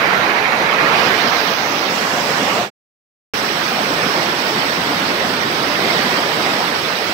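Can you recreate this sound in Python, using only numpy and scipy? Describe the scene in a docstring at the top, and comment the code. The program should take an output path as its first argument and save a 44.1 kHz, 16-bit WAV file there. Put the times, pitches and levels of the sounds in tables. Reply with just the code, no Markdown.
"""A dense roar of torrential rain on a pond and its earthen bank, heard by a hand-held phone with a port at each end.
Thousands of random drop impacts a second over noise make a diffuse field; the grip on the phone colours each port.
A few close drops tick as short decaying tones with noise, and one knock is a decaying low sine.
Wind on the case is low-frequency noise in lumps. Once the sound fades to silence and cuts abruptly back in."""
import sys
import numpy as np
from scipy import signal
from scipy.fft import rfft, irfft, next_fast_len
from scipy.io import wavfile
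from scipy.ndimage import uniform_filter1d, minimum_filter1d, map_coordinates

SR = 44100
rng = np.random.default_rng(int(sys.argv[2]) if len(sys.argv) > 2 else 0)


def digitize_waveform(pressure):
    """Quantize a signal to 16-bit integers and store it at the path in sys.argv[1].

    Rows of a 2-D input are taken as channels; values are limited to [-1, 1].
    """
    field = np.atleast_2d(pressure).T
    bounded = np.clip(field, -1, 1)
    quanta = np.round(bounded * 32767).astype(np.int16)
    wavfile.write(sys.argv[1], SR, quanta)


def linear_from_db(decibels):
    """Turn decibels (scalar or array-like) into linear amplitude factors; 0 gives 1."""
    return 10 ** (np.asarray(decibels, float) / 20)


N = 314433
FRAME = 1024  # samples in a short-time spectrum
CUT_IN_S = 3.3362  # when the sound returns after the silence


def unit(x):
    """Normalization: x scaled to a root-mean-square of 1."""
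    return x / np.sqrt(np.mean(np.abs(x) ** 2) + 1e-20)


def curves(rows, t):
    """Linear interpolation in time: each column after the first, read at times t."""
    seconds, *columns = np.transpose(rows)
    return [np.interp(t, seconds, column) for column in columns]


def along(points, hz):
    """Interpolation on a logarithmic frequency axis: each column after the first, read at hz."""
    knots, *columns = np.transpose(points)
    return np.array([np.interp(np.log(hz + 1), np.log(knots + 1), column) for column in columns])


def wobble(rate, t):
    """Band-limited fluctuation: a spline through random knots, rate of them a second."""
    knots = rng.standard_normal(N // 100)
    return map_coordinates(knots, [t * rate])


# How unevenly narrow pitches flicker at random.
# Each row: frequency in Hz, standard deviation in dB.
FLICKER = [(150, 2.5), (500, 2.6), (1200, 2.2), (3000, 2.8), (7000, 3), (12000, 2.5)]


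def patter(per_s, spread_db, share):
    """Shot noise: two unrelated streams of random impacts on a smooth far hiss, with flickering narrow pitches."""
    hits = rng.random((2, N)) < per_s / SR
    strength = linear_from_db(spread_db * rng.exponential(size=(2, N)))
    drops = hits * rng.standard_normal((2, N)) * strength
    hiss = rng.standard_normal((2, N))
    rain = np.sqrt(share) * unit(drops) + np.sqrt(1 - share) * hiss  # share of the power in drops
    hz, t, spectrum = signal.stft(rain, SR, nperseg=2 * FRAME)
    random_gain = unit(uniform_filter1d(rng.standard_normal(spectrum.shape), size=2, axis=1))
    flicker = linear_from_db(along(FLICKER, hz).T * random_gain)
    return unit(signal.istft(spectrum * flicker, SR, nperseg=2 * FRAME)[1][:, :N])


def port(table, grip, hz):
    """Linear blending: a per-grip table over frequency, mixed between neighbouring grips."""
    distance = np.abs(np.clip(grip, 0, 3) - np.arange(4)[:, None])
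    return along(table, hz).T @ np.clip(1 - distance, 0, 1)


# The strength of the downpour. Each row: time in seconds, level in dB (3 below the mean power of the ports,
# ahead of the limiter), brightness in dB per octave about 1 kHz.
RAIN_LEVEL = [(0, -17.4, 0), (.15, -16.5, 0), (.42, -18, 0), (.78, -17, 0), (.87, -15.3, 0), (1.02, -15, 0),
              (1.2, -16.7, 0), (1.38, -17.5, 0), (1.63, -20.3, .2), (1.9, -19.7, 0), (2.2, -19.6, -.2),
              (2.5, -18.9, -.7), (3.4, -21, .2), (4.12, -19, 0), (4.33, -20.4, 0), (4.55, -19.5, 0),
              (4.8, -20.4, 0), (5.2, -19.5, -.3), (5.4, -20.3, -.3), (5.77, -19.4, 0), (5.92, -17.6, 0),
              (6.25, -19.6, -.2), (6.5, -18.6, -.3), (6.87, -21.4, .2), (7.13, -21.2, .2)]
# The colour of each port. Each row: frequency in Hz, then relative gain in dB in grip 0, grip 1, grip 2, grip 3.
LEFT_COLOUR = [(68.9, -20, -20, -25.5, -25.5), (168, -4.5, -2.5, -1, -1.5), (300, -3, -2, -6, -2.1),
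               (650, 0.2, 0, 0, -1.7), (1090, -2.2, -3.5, -4, -5), (1800, -8.8, -11.3, -10, -7.5),
               (2780, -19, -20, -16.5, -15), (4200, -18.5, -21, -22.5, -19.5),
               (5500, -23.5, -22.5, -27.5, -33.5), (6320, -18, -21.5, -21, -27),
               (7040, -26.5, -22.5, -12.5, -23), (7930, -27.3, -26.5, -16.5, -18.5),
               (8720, -33.5, -30, -23.5, -26), (10300, -29.9, -30, -25.5, -26.5),
               (11950, -27.8, -29, -27, -27), (15600, -34, -36, -35, -34.5)]
RIGHT_COLOUR = [(70, -22.5, -22.5, -21, -24.5), (170, -1.5, -1.5, -2.2, -0.5),
                (300, -2.5, -1.3, -3.5, -0.6), (650, 2, 1, 0.5, -0.9), (1300, 3.8, 3.5, 1.2, 0.3),
                (2140, 3, 1, -2.1, -0.8), (2520, 2, -.5, -2, -3.5), (2720, -2.5, -1.2, -2, -4.5),
                (3430, -9, -2.5, -7, -5), (4000, -8, -3.5, -7.5, -5.5), (5480, -15.5, -5.5, -8, -7.5),
                (6100, -24, -11.5, -6.5, -14.5), (6490, -33, -20, -20.3, -24), (7700, -46, -34, -38, -39),
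                (9260, -53.5, -36, -40.5, -43.5), (12140, -41, -24, -28.5, -32),
                (15600, -29.5, -20, -20.5, -22)]
# How the phone is held. Each row: time in seconds, left grip 0-3, right grip 0-3, lag of the left port in ms.
HOLD = [(0, 0, 0, .07), (.88, 0, 0, .11), (1.0, 1, .5, .03), (1.5, 1, 1, .03), (1.88, .76, 3, .03),
        (1.95, 2.2, 2.4, .03), (2.8, 2.1, 2.4, .03), (3.2, 3, 2.5, .14), (4.5, 3, 3, .14)]
# The treble is partly alike in both ports.
# Each row: frequency in Hz, then likeness 0-1 in grip 0, grip 1, grip 2, grip 3.
TREBLE_LIKENESS = [(4500, .05, 0, 0, 0), (5400, .6, .1, .05, .03), (6000, .3, .5, .3, .05),
                   (6600, .1, .1, .1, .4), (7200, .03, .03, .03, 0.05), (11000, .05, .1, .1, .05),
                   (13000, .2, .55, .55, .35), (14500, .25, .45, .45, .55), (16000, .25, .3, .3, .5)]


def downpour():
    """Diffuse-field coherence: sound from all round is alike at two ports only for waves longer than their spacing."""
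    spacing_m, sound_m_per_s = .13, 343
    hz, t, (first, second) = signal.stft(patter(per_s=3000, spread_db=2.5, share=0.11), SR, nperseg=FRAME)
    f = hz[:, None]
    level_db, bright_db = curves(RAIN_LEVEL, t)
    left_grip, right_grip, lag_ms = curves(HOLD, t)
    # the balance between the ports wavers slightly at random
    pan_db = .3 * wobble(7, t)
    # the level varies slightly at random in patches of pitch and time
    patches = uniform_filter1d(rng.standard_normal(first.shape), size=12, axis=0)
    patches = unit(uniform_filter1d(patches, size=4, axis=1))
    tilt_db = bright_db * np.log2(np.maximum(f, 100) / 1000)
    common_db = 1.15 * patches + 0.43 * wobble(8.2, t) + tilt_db
    left = linear_from_db(port(LEFT_COLOUR, left_grip, hz) + common_db + pan_db / 2)
    right = linear_from_db(port(RIGHT_COLOUR, right_grip, hz) + common_db - pan_db / 2)
    # the lag acts below 1300 Hz, the spacing law below 4500 Hz
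    lead = np.exp(2j * np.pi * f * lag_ms / 1000 * (f < 1300))
    alike = 1.013 * np.sinc(2 * f * spacing_m / sound_m_per_s) * lead
    treble_alike = np.clip(port(TREBLE_LIKENESS, right_grip, hz), 0, 1)
    alike = np.where(f < 4500, alike, treble_alike)
    unlike = np.sqrt(np.clip(1 - np.abs(alike) ** 2, 0, 1))
    other = alike * first + unlike * second
    # divide out the slow loudness of the colours, so that the level table governs
    power = np.mean(left ** 2 + right ** 2, axis=0)
    middle = np.sqrt(uniform_filter1d(power, size=12) / 4)
    pair = np.array([left * first, right * other]) * linear_from_db(level_db) / middle
    return signal.istft(pair, SR, nperseg=FRAME)[1][:, :N]


# Close drops. Each row: start in seconds, level in dB ahead of the envelope, pitch in Hz, left over right in dB.
CLOSE_DROPS = [(0.1491, -30.5, 15500, 2.0), (0.178, -20, 14100, 1.5), (0.244, -31, 12900, 5),
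               (0.2912, -29, 13500, 8), (1.1154, -30, 15100, -3.5), (1.2087, -27, 14800, -5.5),
               (5.035, -27, 15100, 1.0), (5.3078, -29, 15400, 1.0)]


def ticks():
    """Damped oscillation: each close drop is a short bright splash, a decaying tone with high-frequency noise."""
    t60_s, rise_s = .008, .0003  # 60 dB decay time, time constant of the onset
    out = np.zeros((2, N + SR))
    t = np.arange(SR // 50) / SR
    envelope = linear_from_db(-60 * t / t60_s) * (1 - np.exp(-t / rise_s))
    for start_s, db, hz, pan_db in CLOSE_DROPS:
        tone = np.sin(2 * np.pi * hz * t)
        noise = np.diff(rng.standard_normal(len(t) + 2), 2) / 3  # differencing favours the treble
        splash = (tone + .5 * noise) * envelope * linear_from_db(db)
        sides = linear_from_db([[pan_db / 2], [-pan_db / 2]])
        out[:, round(start_s * SR):][:, :len(t)] += splash * sides
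    return out[:, :N]


# A soft knock on the case. Its one row: start in seconds, level in dB at the start of the decay, pitch in Hz,
# 60 dB decay time in seconds.
KNOCK = (.79, -27, 45, .12)


def thud():
    """Impulse response of a damped mode: one low push, felt alike by both ports."""
    start_s, db, hz, t60_s = KNOCK
    t = np.maximum(np.arange(N) / SR - start_s, 0)
    return linear_from_db(db - 60 * t / t60_s) * np.sin(2 * np.pi * hz * t)


# The spectrum of wind on the case. Each row: frequency in Hz, relative gain in dB.
WIND_COLOUR = [(20, -21.5), (40, -5), (70, 4), (110, 6.5), (160, -11), (300, -32)]


def buffet():
    """Turbulent pressure: low-frequency noise in lumps, mostly shared by both ports."""
    level_db, stronger_db, gust_db = -48.5, 3, 2.5  # base level, rise after the silence, slow swing
    t = np.arange(N) / SR
    m = next_fast_len(N)
    colour = linear_from_db(along(WIND_COLOUR, np.fft.rfftfreq(m, 1 / SR)))
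    noise = rng.standard_normal((2, N))
    shared, own = irfft(rfft(noise, m) * colour, m)[:, :N]
    lumps = linear_from_db(3 * wobble(22, t) + gust_db * wobble(6, t))
    pair = unit(lumps * np.array([shared + 0.46 * own, shared - .55 * own]))
    return linear_from_db(level_db + stronger_db * (t > CUT_IN_S)) * pair


def scene():
    """Superposition: the pressures of rain, close drops, knock and wind add."""
    return downpour() + ticks() + thud() + buffet()


def limiter(x):
    """Peak limiting: one gain for both ports dips smoothly where a peak would pass the ceiling of 0.93."""
    needed = np.minimum(1, .93 / (np.abs(x).max(axis=0) + 1e-9))
    return x * uniform_filter1d(minimum_filter1d(needed, size=129), size=64)


def band_limit(x):
    """Linear filtering: a zero-phase low cut, 6 dB down at 49 Hz, and a sharp top at 15730 Hz."""
    m = next_fast_len(N)
    hz = np.fft.rfftfreq(m, 1 / SR)
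    low_cut = hz ** 2 / (hz ** 2 + 49 ** 2)
    return irfft(rfft(x, m) * low_cut * (hz < 15730), m)[:, :N]


def dropout(t):
    """Amplitude gating: the gain ramps down to silence and jumps back."""
    start_s, end_s, power = 2.615, 2.703, 1.1
    ramp = np.clip((end_s - t) / (end_s - start_s), 0, 1) ** power
    return np.where(t < CUT_IN_S, ramp, 1)


def top_cut(x):
    """Nothing passes above the cut-off."""
    return signal.sosfilt(signal.butter(12, 16050, fs=SR, output="sos"), x)


def record(dry):
    """Signal chain: a limiter tames the peaks, the band is limited, then a quick fade and an abrupt return."""
    limited = band_limit(limiter(dry))
    mix = limited * dropout(np.arange(N) / SR)
    return top_cut(mix)


dry = scene()
out = record(dry)
digitize_waveform(out)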